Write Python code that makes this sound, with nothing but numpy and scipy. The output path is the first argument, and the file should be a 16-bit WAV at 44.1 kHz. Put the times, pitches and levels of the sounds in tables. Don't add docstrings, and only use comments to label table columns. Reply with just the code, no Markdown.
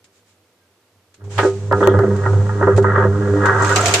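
import sys
import numpy as np
from scipy import signal
from scipy.fft import rfft, irfft, next_fast_len
from scipy.io import wavfile
from scipy.ndimage import uniform_filter1d, minimum_filter1d, map_coordinates

SR = 44100
rng = np.random.default_rng(int(sys.argv[2]) if len(sys.argv) > 2 else 0)


def int16_out(signal):
    q = np.round(np.clip(np.atleast_2d(signal).T, -1, 1) * 32767)
    wavfile.write(sys.argv[1], SR, q.astype(np.int16))


N = 176400


def amp(db):
    return 10 ** (np.asarray(db) / 20)


def unit(x):
    return x / np.sqrt(np.mean(x ** 2) + 1e-20)


def clock(size=N):
    return np.arange(size) / SR


def panned(left_minus_right_db):
    return amp([[left_minus_right_db / 2], [-left_minus_right_db / 2]])


def along(points, hz):
    knots_hz, values = np.transpose(points)
    return np.interp(np.log(hz + 1), np.log(knots_hz + 1), values)


def envelope(rows):
    times, db = np.transpose(rows)
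    return amp(np.interp(clock(), times, db)) * (clock() > times[0])


def wobble(knots_per_s):
    knots = rng.standard_normal(int(N * knots_per_s / SR) + 4)
    return map_coordinates(knots, [clock() * knots_per_s])


def add(out, start_s, x):
    i = max(round(start_s * SR), 0)
    out[:, i:i + x.shape[-1]] += x[..., :max(N - i, 0)]


# (frequency [Hz], coherence [0-1])
COHERENCE = [(400, 1), (1200, 0.72), (2600, 0.065)]
def ear_angle(hz):
    return np.arccos(np.clip(along(COHERENCE, hz), -1, 1)) / 2


def coloured(pair, spectrum):
    n = pair.shape[1]
    m = 2 * next_fast_len(n // 2 + 4096)
    hz = np.fft.rfftfreq(m, 1 / SR)
    cepstrum = irfft(np.log(amp(along(spectrum, hz)) + 1e-6))
    cepstrum[1:m // 2] *= 2
    cepstrum[m // 2 + 1:] = 0
    filtered = rfft(pair, m) * np.exp(rfft(cepstrum))
    angle = ear_angle(hz)
    mid, side = irfft(filtered * [np.cos(angle), np.sin(angle)])[:, :n]
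    return np.array([mid + side, mid - side])


def noise(spectrum, grain_db=0, size=N):
    grain = amp(np.minimum(grain_db * rng.standard_normal(size), 11))
    return unit(coloured(rng.standard_normal((2, size)) * grain, spectrum))


def burst(spectrum, t60, attack, grain_db=0):
    t = clock(SR // 3)
    return noise(spectrum, grain_db, len(t)) * amp(-60 * t / t60) * (1 - np.exp(-t / attack))


# (frequency [Hz], level [dB], T60 [s])
TUB_MODES = [(323.5, -11.5, 0.15), (390.4, 1.5, 0.31), (492, -3.5, 0.18), (589, -25.5, 0.073),
             (655.3, -20, 0.25), (739, -12.5, 0.43), (895, -4.5, .22), (960, -3.5, 0.19),
             (1228, -3.5, 0.078), (1247, 0, 0.24), (1369, 2.5, 0.12), (1504, -4, 0.17), (1676, -5.5, 0.14),
             (1869, -1, 0.053)]
BOOM_TOP_HZ = 700
def tub_ring(low_db, high_db, scatter_db=2):
    t = clock(SR // 3)
    out = np.zeros((2, len(t)))
    for hz, db, t60 in TUB_MODES:
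        size, skew = rng.standard_normal(2)
        ear_phase = skew * ear_angle(hz) * np.array([[1], [-1]])
        start_phase = 2 * np.pi * rng.random() * (hz > BOOM_TOP_HZ)
        drive_db = low_db if hz < BOOM_TOP_HZ else high_db
        decay = amp(db + scatter_db * size + drive_db - 60 * t / t60)
        out += decay * np.sin(2 * np.pi * hz * t + ear_phase + start_phase)
    return out * (1 - np.exp(-t / 0.0017))


# (time [s], relative boom level [dB], relative clatter level [dB])
KNOCKS = [(1.388, -6.5, -11), (1.43, -5.5, -17), (1.449, -2.5, -20.5), (1.712, -6, -15.5),
          (1.727, -7.5, -11), (1.806, 0, -20), (1.826, -6, -13), (1.872, 2, -12.5), (1.911, -6, -27),
          (1.939, -2.5, -20), (1.989, -5, -17.5), (2.035, -3, -23.5), (2.106, -14.5, -29),
          (2.261, -12, -16), (2.33, -15, -23.5), (2.491, -25, -23), (2.61, -6, -19.5), (2.626, -6, -13.5),
          (2.67, -0.5, -14), (2.68, -1, -16), (2.779, -3, -20), (2.843, -7, -13.5), (2.978, -8.5, -16.5),
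          (3.043, -2, -29), (3.455, -29.5, -14.5)]
# (frequency [Hz], level [dB])
THUD_SPECTRUM = [(120, -34), (240, -15), (380, 3), (450, -17.5), (540, 8.5), (700, -13.5), (3500, -88)]
CLATTER_SPECTRUM = [(200, -49.5), (750, -8), (920, 6.5), (1100, -4), (1550, -12.5), (1880, -14.5),
                    (2300, -29), (6000, -63)]
BOOM_DB, CLANG_DB, THUD_DB, CLATTER_DB = -9.5, -5.5, -4, 0.5
CONTACT_DAMPING_DB_PER_S, FREE_SHARE = 906, 0.71
FREE_RING_DB, FREE_AFTER_S = 4.5, 0.17
def knocks():
    out, t = np.zeros((2, N)), clock(SR // 3)
    next_times = [row[0] for row in KNOCKS[1:]] + [N / SR]
    for (start, boom_db, clatter_db), next_start in zip(KNOCKS, next_times):
        gap = next_start - start
        damping = amp(-CONTACT_DAMPING_DB_PER_S * np.maximum(t - FREE_SHARE * gap, 0))
        free_db = FREE_RING_DB * min(gap / FREE_AFTER_S, 1)
        ring = damping * tub_ring(boom_db + BOOM_DB + free_db, clatter_db + CLANG_DB)
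        thud = burst(THUD_SPECTRUM, t60=0.046, attack=0.00066, grain_db=5.5)
        clatter = burst(CLATTER_SPECTRUM, t60=0.048, attack=0.00051, grain_db=14)
        add(out, start, ring + amp(boom_db + THUD_DB) * thud + amp(clatter_db + CLATTER_DB) * clatter)
    return out


# (time [s], level [dB])
HUM_LEVELS = [(1.18, -59), (1.25, -28.5), (1.34, -34), (1.39, -20), (1.48, -29.5), (1.6, -28.5),
              (1.76, -19), (1.83, -26.5), (1.99, -10.5), (2.06, -22.5), (2.14, -17), (2.2, -21),
              (2.34, -12.5), (2.5, -19), (2.71, -22), (2.765, -11), (2.8, -18.5), (3.1, -16.5), (3.2, -19),
              (3.45, -19), (3.9, -21.5), (4.0, -28)]
BUZZ_LEVELS = [(1.18, -58.5), (1.3, -42.5), (1.68, -38.5), (1.8, -22), (2.1, -22.5), (2.2, -30.5),
               (2.52, -33.5), (2.62, -25.5), (2.9, -25.5), (3.12, -28.5), (3.36, -20), (3.47, -31.5),
               (4.0, -37.5)]
DRONE_LEVELS = [(3.1, -58.5), (3.19, -23.5), (3.28, -46), (3.37, -16.5), (3.5, -35.5)]
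# (harmonic number, level [dB])
OVERTONES = [(2, -1), (3, -7), (4, -11.5), (5, -4.5)]
HUM_HZ, HUM_WANDER_RAD = 100.97, 0.39
def inlet_hum():
    phase = 2 * np.pi * HUM_HZ * clock() + HUM_WANDER_RAD * wobble(12)
    buzz = sum(amp(db + 3 * wobble(14)) * np.cos(k * phase + 0.7 * wobble(20)) for k, db in OVERTONES)
    drone = envelope(DRONE_LEVELS) * np.cos(3 * phase)
    hum = np.sqrt(2) * np.sin(phase) + cabinet_rumble()
    return envelope(HUM_LEVELS) * hum + envelope(BUZZ_LEVELS) * buzz + drone


# (frequency [Hz], level [dB])
RUMBLE_SPECTRUM = [(25, -35.5), (60, -13), (95, 12), (180, 0.5), (250, -10.5), (1000, -12), (2500, -69)]
def cabinet_rumble():
    return amp(-11) * noise(RUMBLE_SPECTRUM)


# (frequency [Hz], level [dB])
RATTLE_SPECTRUM = [(100, -37), (200, -1.5), (300, -11), (400, 10), (500, 1.5), (750, -21), (1900, -29),
                   (2600, -63.5)]
RATTLE_DB, RATTLE_SCATTER_DB, RATTLE_JITTER_S = 2, 3, 0.00012
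def hose_rattle():
    cycle = np.arange(int(N / SR * HUM_HZ))
    late, size = rng.standard_normal((len(cycle), 2)).T
    tap_times = cycle / HUM_HZ + RATTLE_JITTER_S * late
    taps = np.zeros(N)
    taps[np.clip(tap_times * SR, 0, N - 1).astype(int)] = amp(RATTLE_SCATTER_DB * size)
    pair = np.array([taps, rng.permutation(taps)])
    return amp(RATTLE_DB) * envelope(BUZZ_LEVELS) * unit(coloured(pair, RATTLE_SPECTRUM))


# (time [s], level [dB])
CHURN_LEVELS = [(1.18, -76.5), (1.21, -54.5), (1.35, -73), (1.41, -31), (1.46, -26.5), (1.52, -56),
                (1.69, -55), (1.76, -35.5), (1.86, -26.5), (2.19, -36.5), (2.26, -25), (2.31, -39),
                (2.57, -36), (2.64, -25.5), (2.82, -37), (2.86, -23), (3.03, -15.5), (3.09, -34.5),
                (3.38, -28.5), (3.45, -14), (3.57, -16.5), (3.75, -19.5), (4.0, -24)]
# (frequency [Hz], level [dB])
CHURN_SPECTRUM = [(200, -37.5), (420, -8), (540, 0.5), (800, -11), (1280, 3.5), (1550, -3), (1930, -8),
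                  (2130, -29), (3300, -31), (6000, -62.5)]
CHURN_DB, POPS_PER_S, BUNCHING = -2, 800, 0.6
def hose_churn():
    chance = POPS_PER_S / SR * np.exp(BUNCHING * np.cos(2 * np.pi * HUM_HZ * clock()))
    pops = (rng.random(N) < chance) * rng.choice([-1, 1], (2, N))
    direct = unit(coloured(pops, CHURN_SPECTRUM))
    resonant = unit(signal.fftconvolve(pops[:1], tub_ring(0.61, 0), axes=1)[:, :N])
    return amp(CHURN_DB + 2.1 * wobble(45)) * envelope(CHURN_LEVELS) * (direct + amp(-1) * resonant)


# (start [s], end [s], level [dB])
CHATTER_RUNS = [(1.974, 2.06, -18.5), (2.852, 3.04, -10.5)]
CHATTER_HZ, CHATTER_GAP_S, CHATTER_T60_S = (888, 1989), 0.013, 0.036
def chatter():
    out, t = np.zeros((2, N)), clock(SR // 16)
    attack = (1 - np.exp(-t * CHATTER_HZ[1] / 2)) ** 2
    for start, end, db in CHATTER_RUNS:
        for slot in np.arange(start, end, CHATTER_GAP_S):
            hz = rng.uniform(*CHATTER_HZ, size=(6, 1))
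            ear_phase = rng.standard_normal(hz.shape) * ear_angle(hz)
            tones = np.mean([np.sin(2 * np.pi * hz * t + side * ear_phase) for side in (1, -1)], axis=1)
            decay = amp(db + 2.7 * rng.standard_normal() - 60 * t / CHATTER_T60_S)
            add(out, slot + CHATTER_GAP_S * rng.random(), attack * decay * tones)
    return out


# (time [s], relative level [dB])
SPLASHES_AND_CLICK = [(3.457, -15.5), (3.646, -15), (3.692, -15), (3.7589, -0.5), (3.8572, -2),
                      (3.882, -6.5), (3.9384, 4), (3.9964, -12.5)]
# (frequency [Hz], level [dB])
SPLASH_SPECTRUM = [(240, -33), (400, -1), (558, -22), (712, 1), (828, -22.5), (1250, -27.5), (2300, -11.5),
                   (4960, -17.5), (6800, -16), (10000, -32), (15000, -39.5)]
SLAP_SPECTRUM = [(1500, -13.5), (4000, -12), (7500, 19), (10000, -3.5), (14000, -17.5)]
SPRAY_START_S, SPRAY_RISE_S = 3.61, 0.24
SPRAY_DB, SPLASH_DB, SLAP_DB = -26, -9.5, -10.5
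def splashes():
    swell = np.clip((clock() - SPRAY_START_S) / SPRAY_RISE_S, 0, 1)
    out = amp(SPRAY_DB + 0.53 * wobble(90)) * swell * noise(SPLASH_SPECTRUM, grain_db=14.5)
    for start, db in SPLASHES_AND_CLICK:
        body = burst(SPLASH_SPECTRUM, t60=0.12, attack=0.00049, grain_db=-2.5)
        slap = burst(SLAP_SPECTRUM, t60=0.031, attack=0.00049)
        add(out, start, amp(db + SPLASH_DB) * body + amp(db + SLAP_DB) * slap)
    return out


# (time [s], initial frequency [Hz], relative level [dB])
BUBBLES = [(3.715, 1437, -10.5), (3.762, 698, -13.5), (3.79, 1290, -13), (3.832, 675, -13),
           (3.945, 683, -13.5)]
BUBBLE_DB, BUBBLE_T60_S, BUBBLE_ATTACK_S, BUBBLE_RISE_PER_S = 5.5, 0.098, 0.0082, 2
def bubbles():
    out, t = np.zeros((2, N)), clock(SR // 4)
    attack = 1 - np.exp(-t / BUBBLE_ATTACK_S)
    for start, hz, db in BUBBLES:
        decay = amp(db + BUBBLE_DB - 60 * t / BUBBLE_T60_S)
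        phase = 2 * np.pi * hz * (t + BUBBLE_RISE_PER_S * t ** 2 / 2)
        add(out, start, attack * decay * np.sin(phase))
    return out


PINGS_PER_S, PING_HZ, PING_SPREAD, PING_T60_S, PING_DB = 110, 7100, 0.16, 0.026, -25
def shimmer():
    out, t = np.zeros((2, N)), clock(SR // 20)
    span_s = N / SR - SPRAY_START_S
    for wait, pitch, size, pan in rng.random((int(PINGS_PER_S * span_s), 4)):
        hz = PING_HZ * (1 + PING_SPREAD * (2 * pitch - 1))
        ping = np.sin(2 * np.pi * hz * t) * amp(PING_DB - 60 * t / PING_T60_S)
        add(out, SPRAY_START_S + wait * span_s, 2 * size ** 2 * panned(20 * (pan - 0.5)) * ping)
    return out


# (time [s], level [dB])
FLOW_LEVELS = [(1.24, -59), (1.29, -64), (1.31, -48), (1.46, -38), (1.53, -51), (1.72, -55), (1.81, -45.5),
               (1.92, -54.5), (2.3, -49.5), (2.9, -55.5), (3.56, -46.5), (3.64, -37), (4.0, -33)]
# (frequency [Hz], level [dB])
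HISS_SPECTRUM = [(1470, 2), (4910, -4.5), (6530, 0), (7990, -2.5), (11000, -25), (13600, -32),
                 (15000, -46.5)]
SPIT_SPECTRUM = [(100, -68), (600, -2), (2300, -6), (3600, -14), (13000, -41.5)]
HISS_DB, SPIT_DB, SPIT_S = 6.5, -11, 1.378
def inlet_hiss():
    flow = amp(HISS_DB + 0.23 * wobble(21.84)) * envelope(FLOW_LEVELS)
    out = flow * noise(HISS_SPECTRUM) * panned(-0.6)
    add(out, SPIT_S, amp(SPIT_DB) * burst(SPIT_SPECTRUM, t60=0.14, attack=0.0068))
    return out


# (time [s], relative level [dB], left minus right [dB])
CRACKLES = [(1.7254, -34, -4.5), (1.8735, -19, 18.5), (1.9917, -34.5, 6)]
# (frequency [Hz], level [dB])
CRACK_SPECTRUM = [(30, 17), (4000, 6), (10000, -6)]
THUMP_S = 0.0014
def crackles():
    out = np.zeros((2, N))
    age = clock(SR // 3) / THUMP_S
    thump = amp(10) * (1 - age) * np.exp(-age)
    for start, db, pan in CRACKLES:
        crack = amp(15) * panned(pan) * burst(CRACK_SPECTRUM, t60=0.004, attack=0.00027)
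        add(out, start, amp(db) * (crack + thump))
    return out


# (time [s], level [dB])
JINGLES = [(1.83, -34.5), (1.891, -38.5)]
def jingles():
    out = np.zeros((2, N))
    spectrum = [(2100, -27.5), (3300, 4), (5000, -32.5)]  # (frequency [Hz], level [dB])
    for start, db in JINGLES:
        add(out, start, amp(db) * burst(spectrum, t60=0.2, attack=0.0014))
    return out


# (time [s], relative level [dB], left minus right
# [dB])
TICKS = [(0.0423, -41.5, -0.5), (1.1413, -41.5, 1), (2.163, -34.5, -1), (2.7628, -28, -5),
         (2.7754, -24.5, 1.5), (2.825, -34, -1)]
# (frequency [Hz], level [dB])
TICK_SPECTRUM = [(800, -7.5), (2000, -0.5), (5000, -3), (7500, 1), (10000, -12.5), (14000, -34)]
TICK_DB = -5
def ticks():
    out = np.zeros((2, N))
    for start, db, pan in TICKS:
        add(out, start, amp(db + TICK_DB) * panned(pan) * burst(TICK_SPECTRUM, t60=0.091, attack=0.00051))
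    return out


# (frequency [Hz], level [dB])
ROOM_SPECTRUM = [(20, -36), (64, -32), (95, 3), (135, -19.5), (186, -12.5), (490, -11), (790, -17),
                 (4620, -23.5), (14000, -31)]
# (time [s], level [dB])
RUSTLES = [(0.17, -60), (0.3, -60)]
ROOM_DB, CAVITY_DB = -59.5, -73
SQUEAK_S, SQUEAK_HZ, SQUEAK_DB, SWELL_WIDTH_S = 0.635, 1590, -67, 0.041
def room():
    def swell(centre_s, db):
        return amp(db) * np.exp(-((clock() - centre_s) / SWELL_WIDTH_S) ** 2)

    ambient = rng.standard_normal((1, N))
    cavity = unit(signal.fftconvolve(ambient, tub_ring(0, -12.5), axes=1)[:, :N])
    rustles = sum(swell(centre_s, db) for centre_s, db in RUSTLES) * noise(TICK_SPECTRUM)
    squeak = swell(SQUEAK_S, SQUEAK_DB) * np.sin(2 * np.pi * SQUEAK_HZ * clock() + wobble(20))
    return amp(ROOM_DB) * noise(ROOM_SPECTRUM) + amp(CAVITY_DB) * cavity + rustles + squeak


def scene():
    hose = hose_rattle() + hose_churn() + knocks() + chatter() + jingles()
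    inlet = inlet_hum() + inlet_hiss()
    water = splashes() + bubbles()
    return (hose + inlet + water + shimmer() + ticks() + crackles() + room()) * panned(-1.74)


PEAK_LIMIT, LIMITER_SAMPLES, TOP_HZ = 1, 36, 14700
def record(dry):
    needed_gain = 1 / np.maximum(np.abs(dry).max(axis=0) / PEAK_LIMIT, 1)
    gain = uniform_filter1d(minimum_filter1d(needed_gain, LIMITER_SAMPLES), LIMITER_SAMPLES)
    m = next_fast_len(N + SR // 2)
    passband = np.fft.rfftfreq(m, 1 / SR) < TOP_HZ
    return irfft(rfft(dry * gain, m) * passband, m)[:, :N]


dry = scene()
out = record(dry)
int16_out(out)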